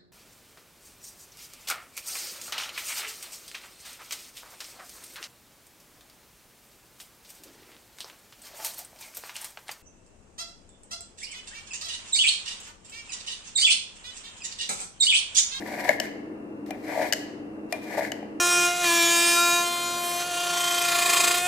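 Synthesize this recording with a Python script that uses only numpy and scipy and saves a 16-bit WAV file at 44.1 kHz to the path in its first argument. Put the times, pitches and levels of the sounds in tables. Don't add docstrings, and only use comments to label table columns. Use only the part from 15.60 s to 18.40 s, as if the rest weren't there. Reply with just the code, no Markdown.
import sys
import numpy as np
from scipy import signal
from scipy.fft import rfft, irfft
from scipy.io import wavfile
from scipy.ndimage import uniform_filter1d

SR = 44100
rng = np.random.default_rng(int(sys.argv[2]) if len(sys.argv) > 2 else 0)


def file_out(sig):
    cols = np.atleast_2d(sig).T
    lim = np.clip(cols, -1, 1)
    pcm = np.round(lim * 32767).astype(np.int16)
    wavfile.write(sys.argv[1], SR, pcm)


def decibels_to_gain(level_db):
    exponent = np.asarray(level_db, float) / 20
    return 10 ** exponent


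N = 123479


def table(rows, hz):
    r = np.array(rows)
    return np.interp(np.log(hz), np.log(r[:, 0]), r[:, 1])


def unit(x):
    return x / np.sqrt(np.mean(x ** 2))


def ring(x, modes):
    out = 0
    for k, (hz, db, t60_s) in enumerate(modes):
        pole = np.exp(2j * np.pi * hz / SR - np.log(1000) / (t60_s * SR))
        out = out + (-1) ** k * decibels_to_gain(db) * signal.lfilter([1], [1, -pole], x).imag
    return out


def walk(rate_hz):
    hold = int(SR / rate_hz)
    levels = np.repeat(rng.standard_normal(N // hold + 1), hold)
    return uniform_filter1d(levels, hold)[:N]


# [f/Hz, width/Hz, level/dB]
FRIDGE_BANDS = [(56, 22, -68.5), (238, 14, -53), (292, 14, -47), (317, 12, -48), (365, 20, -55),
                (410, 14, -56), (463, 8, -53), (2720, 140, -70)]
# [f/Hz, density/dB]
AIR_SPECTRUM = [(40, -32.5), (280, -10), (460, -12.5), (1320, -32.5), (2750, -46.5), (3100, -56),
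                (9000, -56.5), (15000, -68)]
# [f/Hz, level/dB]
AIR_SIDE = [(30, 0), (130, -16), (300, -10), (2000, 6), (10000, -1.5)]
MOTOR_DB = [-62.5, -48.5, -47.5]
AIR_DB = -42.5
MOTOR_HZ, FAN_HZ, FAN_DB, MOTOR_WAVER_DB = 105.6, 291.8, -45.5, 2.5


def kitchen():
    hz = np.maximum(np.fft.rfftfreq(N, 1 / SR), 1)
    power = decibels_to_gain(table(AIR_SPECTRUM, hz)) ** 2
    power = power / power.sum() * decibels_to_gain(AIR_DB) ** 2
    for f_hz, width_hz, db in FRIDGE_BANDS:
        band = 1 / (1 + (2 * (hz - f_hz) / width_hz) ** 4)
        power = power + band / band.sum() * decibels_to_gain(db) ** 2
    side_gain = decibels_to_gain(table(AIR_SIDE, hz))
    shape = np.sqrt(power * len(hz)) * [np.ones(len(hz)), side_gain]
    mid, side = irfft(rfft(rng.standard_normal((2, N))) * shape, N)

    phase = 2 * np.pi * MOTOR_HZ * np.cumsum(1 + .004 * walk(3)) / SR
    for k, db in enumerate(MOTOR_DB):
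        level = np.sqrt(2) * decibels_to_gain(db + MOTOR_WAVER_DB * walk(9))
        mid = mid + level * np.sin((k + 1) * phase)
    fan_level = np.sqrt(2) * decibels_to_gain(FAN_DB + MOTOR_WAVER_DB * walk(12))
    mid = mid + fan_level * np.sin(phase * FAN_HZ / MOTOR_HZ)
    return np.array([mid + side, mid - side]) * decibels_to_gain(0.26 * walk(1.26))


# [f/Hz, t60/s]
ROOM_T60 = [(300, 0.94), (2000, 0.81), (5000, 0.56), (14000, 0.31)]
PREDELAY_S = 0.0054


def echo(size=40000):
    t, out = np.arange(size) / SR, 0
    for hz in 250 * np.sqrt(2) ** np.arange(13):
        edges_hz = [hz / np.sqrt(2), min(hz * np.sqrt(2), .45 * SR)]
        sos = signal.butter(2, edges_hz, "band", fs=SR, output="sos")
        noise = signal.sosfilt(sos, rng.standard_normal((2, size)))
        out = out + noise * decibels_to_gain(-60 * t / table(ROOM_T60, hz))
    out = out * np.clip(t / PREDELAY_S, 0, 1)
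    return out / np.sqrt(np.sum(out ** 2, axis=1, keepdims=True))


APART = [0.89, 0.12, 0.67, 0.97]


def ports(shared, left, right, group):
    apart = APART[group]
    return np.sqrt(1 - apart) * shared + np.sqrt(apart) * np.array([left, right])


KNOCK_SAMPLES, PORT_LAG_S = 8192, 4.6e-5


def knocks(rows, groups, contact_s, chatter_db):
    out, t = np.zeros((3, N + KNOCK_SAMPLES)), np.arange(KNOCK_SAMPLES) / SR
    lag = np.array([[0], [int(PORT_LAG_S * SR)]])
    for row in rows:
        i = int(row[0] * SR)
        for g, modes in enumerate(groups):
            strike_at = int(contact_s[g] * SR / 8) + lag
            strike = 1. * (np.arange(KNOCK_SAMPLES) == strike_at)
            rough = ports(*rng.standard_normal((3, KNOCK_SAMPLES)), g)
            chatter = decibels_to_gain(chatter_db) * rough * np.exp(-(t / contact_s[g]) ** 2)
            y, even = ring(strike + chatter, modes), ring(strike[0], modes)
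            if g in (1, 2):
                y, even = ring(y, modes), ring(even, modes)
            even = unit(even) * np.sqrt(np.mean(y ** 2))
            gain = decibels_to_gain(row[1 + g]) / np.abs(y).max()
            out[:, i:i + KNOCK_SAMPLES] += np.vstack([y, even]) * gain
    return out[:, :N]


# [t/s, crack/dB, boom/dB, body/dB, ring/dB], peaks
LANDINGS = [
    (1.0615, -42, -55, -45, -66),
    (1.1065, -26, -27, -29.5, -32.5),
    (2.1242, -15.5, -26, -23, -21),
    (2.4484, -37, -50, -20, -60),
    (2.6267, -49, -26.5, -43, -44),
    (2.79, -61, -64, -58, -56),
]
# [f/Hz, level/dB, t60/s]
LANDING_MODES = [
    [(2800, -4, .004), (3900, -3, 0.003), (5600, -2, 0.002), (7300, -2, 0.0015), (9200, -1, 0.0015), (11500, -2, .0012), (14200, -3, .0012)],
    [(700, 0, 0.009), (900, -4, 0.008)],
    [(1800, 1.5, 0.007), (2130, -1, .007)],
    [(635, -2, 0.13), (2400, 0, 0.16)],
]
LANDING_CONTACT_S = [0.0051, 0.00067, 0.003, 0.0023]


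def landings():
    return knocks(LANDINGS, LANDING_MODES, LANDING_CONTACT_S, chatter_db=-15)


# [t/s, crack/dB, boom/dB, body/dB, ring/dB], peaks
TIP_CLICKS = [
    (.4001, -13, -22, -23, -19),
    (.4535, -36, -45, -27, -45),
    (1.5246, -8, -25, -15, -17),
    (1.5334, -10, -28, -19, -18),
    (2.5184, -19.5, -26, -26, -24),
]
# [f/Hz, level/dB, t60/s]
TIP_MODES = [
    [(4510, 1.5, 0.0023), (5300, -2, 0.0045), (6210, 0.5, 0.0025), (8040, 2, 0.0015), (9400, -1.5, 0.0011), (12640, -1, 0.0013), (15100, -19, 0.0021)],
    [(590, -11, .012), (740, -10.5, 0.0091)],
    [(1678, 4, 0.0091), (2010, 2, 0.012), (2205, -5, 0.017)],
    [(2968, -4, 0.017), (2360, -10.5, 0.0033)],
]
TIP_CONTACT_S = [0.0028, 0.00056, 0.0011, 0.0027]


def tip_clicks():
    return knocks(TIP_CLICKS, TIP_MODES, TIP_CONTACT_S, chatter_db=-19)


# [t/s, crack/dB, boom/dB, body/dB, ring/dB], peaks
BREAK_THROUGH = [
    (.2909, -13, -8.5, -4.5, -21),
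]
# [f/Hz, level/dB, t60/s]
BREAK_MODES = [
    [(4540, 2, 0.002), (6700, -3.5, 0.0037), (11800, 5, 0.00072)],
    [(631, 0, 0.016), (1044, -6.5, 0.0098)],
    [(1727, -1.5, 0.013), (2153, -1.5, 0.012)],
    [(2820, 0, 0.014)],
]
BREAK_CONTACT_S = [0.0037, 0.0022, 0.002, 0.0023]


def break_through():
    return knocks(BREAK_THROUGH, BREAK_MODES, BREAK_CONTACT_S, chatter_db=-19)


# [t/s, boom peak/dB, body peak/dB]
SNAPS = [(.0214, -36, -30), (.0613, -49, -32), (.111, -39, -41), (.134, -53, -40), (.177, -29, -36),
         (.205, -37, -27), (.256, -33, -25), (.3045, -43, -26), (.309, -32, -34), (.3195, -39, -27),
         (1.287, -32, -37), (1.328, -35, -41), (1.336, -35, -40), (1.3414, -34, -49), (1.353, -31, -32),
         (1.3605, -21, -28.5), (1.3745, -15.5, -38), (1.3945, -22, -29), (1.401, -21, -36),
         (1.4135, -20, -25), (1.426, -18, -37), (1.442, -21, -36), (2.2987, -40, -43), (2.321, -32, -41),
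         (2.34, -35, -45), (2.371, -23.5, -27), (2.378, -18.5, -36), (2.39, -21, -32), (2.407, -24, -23),
         (2.421, -20.5, -27)]
# [f/Hz, level/dB, t60/s]
SNAP_MODES = [
    [(631.5, -1, 0.016), (918, -9.5, 0.022)],
    [(1756, 3.5, 0.011), (2078, -1.5, 0.019)],
]


def fibre_snaps():
    out, push = 0, np.pad(np.hanning(12), (0, 4096))
    for g, modes in enumerate(SNAP_MODES):
        snap, kicks = ring(ring(push, modes), modes), np.zeros(N)
        for row in SNAPS:
            kicks[int(row[0] * SR)] = decibels_to_gain(row[1 + g])
        out = out + signal.fftconvolve(kicks, snap / np.abs(snap).max())[:N]
    return out


TEARS_PER_S = [6000, 600, 1200]
TEAR_SPREAD_DB = [2.5, 3.5, 3.5]
TEAR_LIMIT = 3.5


def tears(g):
    when, sign, draw = rng.random((3, 3, N))
    spreads = np.minimum(-np.log(draw + 1e-9), TEAR_LIMIT)
    size = decibels_to_gain(spreads * TEAR_SPREAD_DB[g])
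    breaks = (when < TEARS_PER_S[g] / SR) * np.sign(sign - .5) * size
    return ports(*breaks, g)


# [t/s, rasp level/dB, deep-flesh crunch/dB, edge hiss/dB], last two re rasp
STROKES = [
    [(0, -44, 1, -6), (.07, -45, 5.5, -3), (.15, -39, 1.5, -9), (.25, -36, 2, -7), (.31, -33, 4, -8.5),
     (.35, -48, -22, 0.5), (.39, -55, 1, -14), (.44, -41.5, -10, -4.5), (.5, -47, -11, -23)],
    [(2.095, -71, 2, 2), (2.125, -56, 5, 7)],
    [(1.072, -61.5, 1, 6), (1.1, -56, 11, -7), (1.12, -50, 8, -21), (1.2, -62.5, 0, -1.5),
     (1.3, -38.5, 0.5, -11), (1.39, -39.5, 8.5, -4), (1.45, -31, -2.5, -11.5), (1.49, -48.5, 2, 0),
     (1.52, -46, -4, -14)],
    [(2.135, -45.5, 9, -14), (2.21, -59, 7, -6), (2.242, -51.5, 1, 3), (2.265, -50, 4, -5),
     (2.31, -40, -3.5, -8.5), (2.38, -39, 8.5, -5.5), (2.44, -37.5, -4.5, -9.5), (2.48, -43.5, -7, -6.5),
     (2.515, -54, 1, -6)],
]
# [f/Hz, level/dB, t60/s]
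BOOM = [(598, 10, 0.018), (665.5, 10.5, 0.021), (728, 7, 0.03), (974, -5, 0.044), (1163, -15, 0.053)]
# [f/Hz, level/dB, t60/s]
BODY = [(1467, -3, 0.015), (1742, 5.5, 0.014), (1950, 4.5, 0.018), (2163, 6, 0.014), (2420, 0, 0.016)]
# [f/Hz, level/dB, t60/s]
RING = [(2550, -12, 0.0056), (2764, 11, 0.0052)]
# [f/Hz, level/dB, t60/s]
CRACK = [(3500, -6, 0.00037), (4540, 4.5, 0.00084), (6550, -2, 0.002), (7780, -1.5, 0.0012),
         (11440, -10, 0.0036), (13800, -6.5, 0.0013)]
RASP_RING_DB, SLIP_DB, SLIPS_PER_S, STROKE_FADE_S = -16.5, 2.5, 70, .01


def rasp():
    t, out = np.arange(N) / SR, 0
    hiss = unit(ring(tears(0), CRACK))
    crunch = unit(ring(tears(1), BOOM))
    body_tears = tears(2)
    body = unit(ring(body_tears, BODY)) + decibels_to_gain(RASP_RING_DB) * unit(ring(body_tears, RING))
    slip_db = SLIP_DB * walk(SLIPS_PER_S)
    for rows in STROKES:
        at_s, rasp_db, crunch_db, hiss_db = np.array(rows).T
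        inside_s = np.minimum(t - at_s[0] + STROKE_FADE_S, at_s[-1] - t)
        on = np.clip(inside_s / STROKE_FADE_S, 0, 1)
        level = on * decibels_to_gain(np.interp(t, at_s, rasp_db) + slip_db)
        crunch_gain = decibels_to_gain(np.interp(t, at_s, crunch_db))
        hiss_gain = decibels_to_gain(np.interp(t, at_s, hiss_db))
        out = out + level * (body + crunch_gain * crunch + hiss_gain * hiss)
    return out


PLATE_LOW_HZ = 343


def plate_highpass(x):
    return signal.sosfilt(signal.butter(2, PLATE_LOW_HZ, "high", fs=SR, output="sos"), x)


LEFT_DB, KNIFE_LEFT_DB, ROOM_DB = 0.73, 1.85, -11


def balance(left_db):
    return decibels_to_gain(np.array([[left_db], [-left_db]]))


def scene():
    hits = landings() + tip_clicks() + break_through()
    cut = rasp() + fibre_snaps()
    room = signal.fftconvolve(plate_highpass(cut + hits[2]), echo(), axes=1)[:, :N]
    heard = plate_highpass(cut + hits[:2]) * balance(KNIFE_LEFT_DB)
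    return (heard + decibels_to_gain(ROOM_DB) * room + kitchen()) * balance(LEFT_DB)


def band_limit(x):
    return signal.sosfilt(signal.butter(12, 16660, fs=SR, output="sos"), x)


MIC_TOP_HZ = 15300


def record(dry):
    mix = signal.sosfilt(signal.cheby1(10, 1, MIC_TOP_HZ, fs=SR, output="sos"), dry)
    return band_limit(mix)


dry = scene()
out = record(dry)
file_out(out)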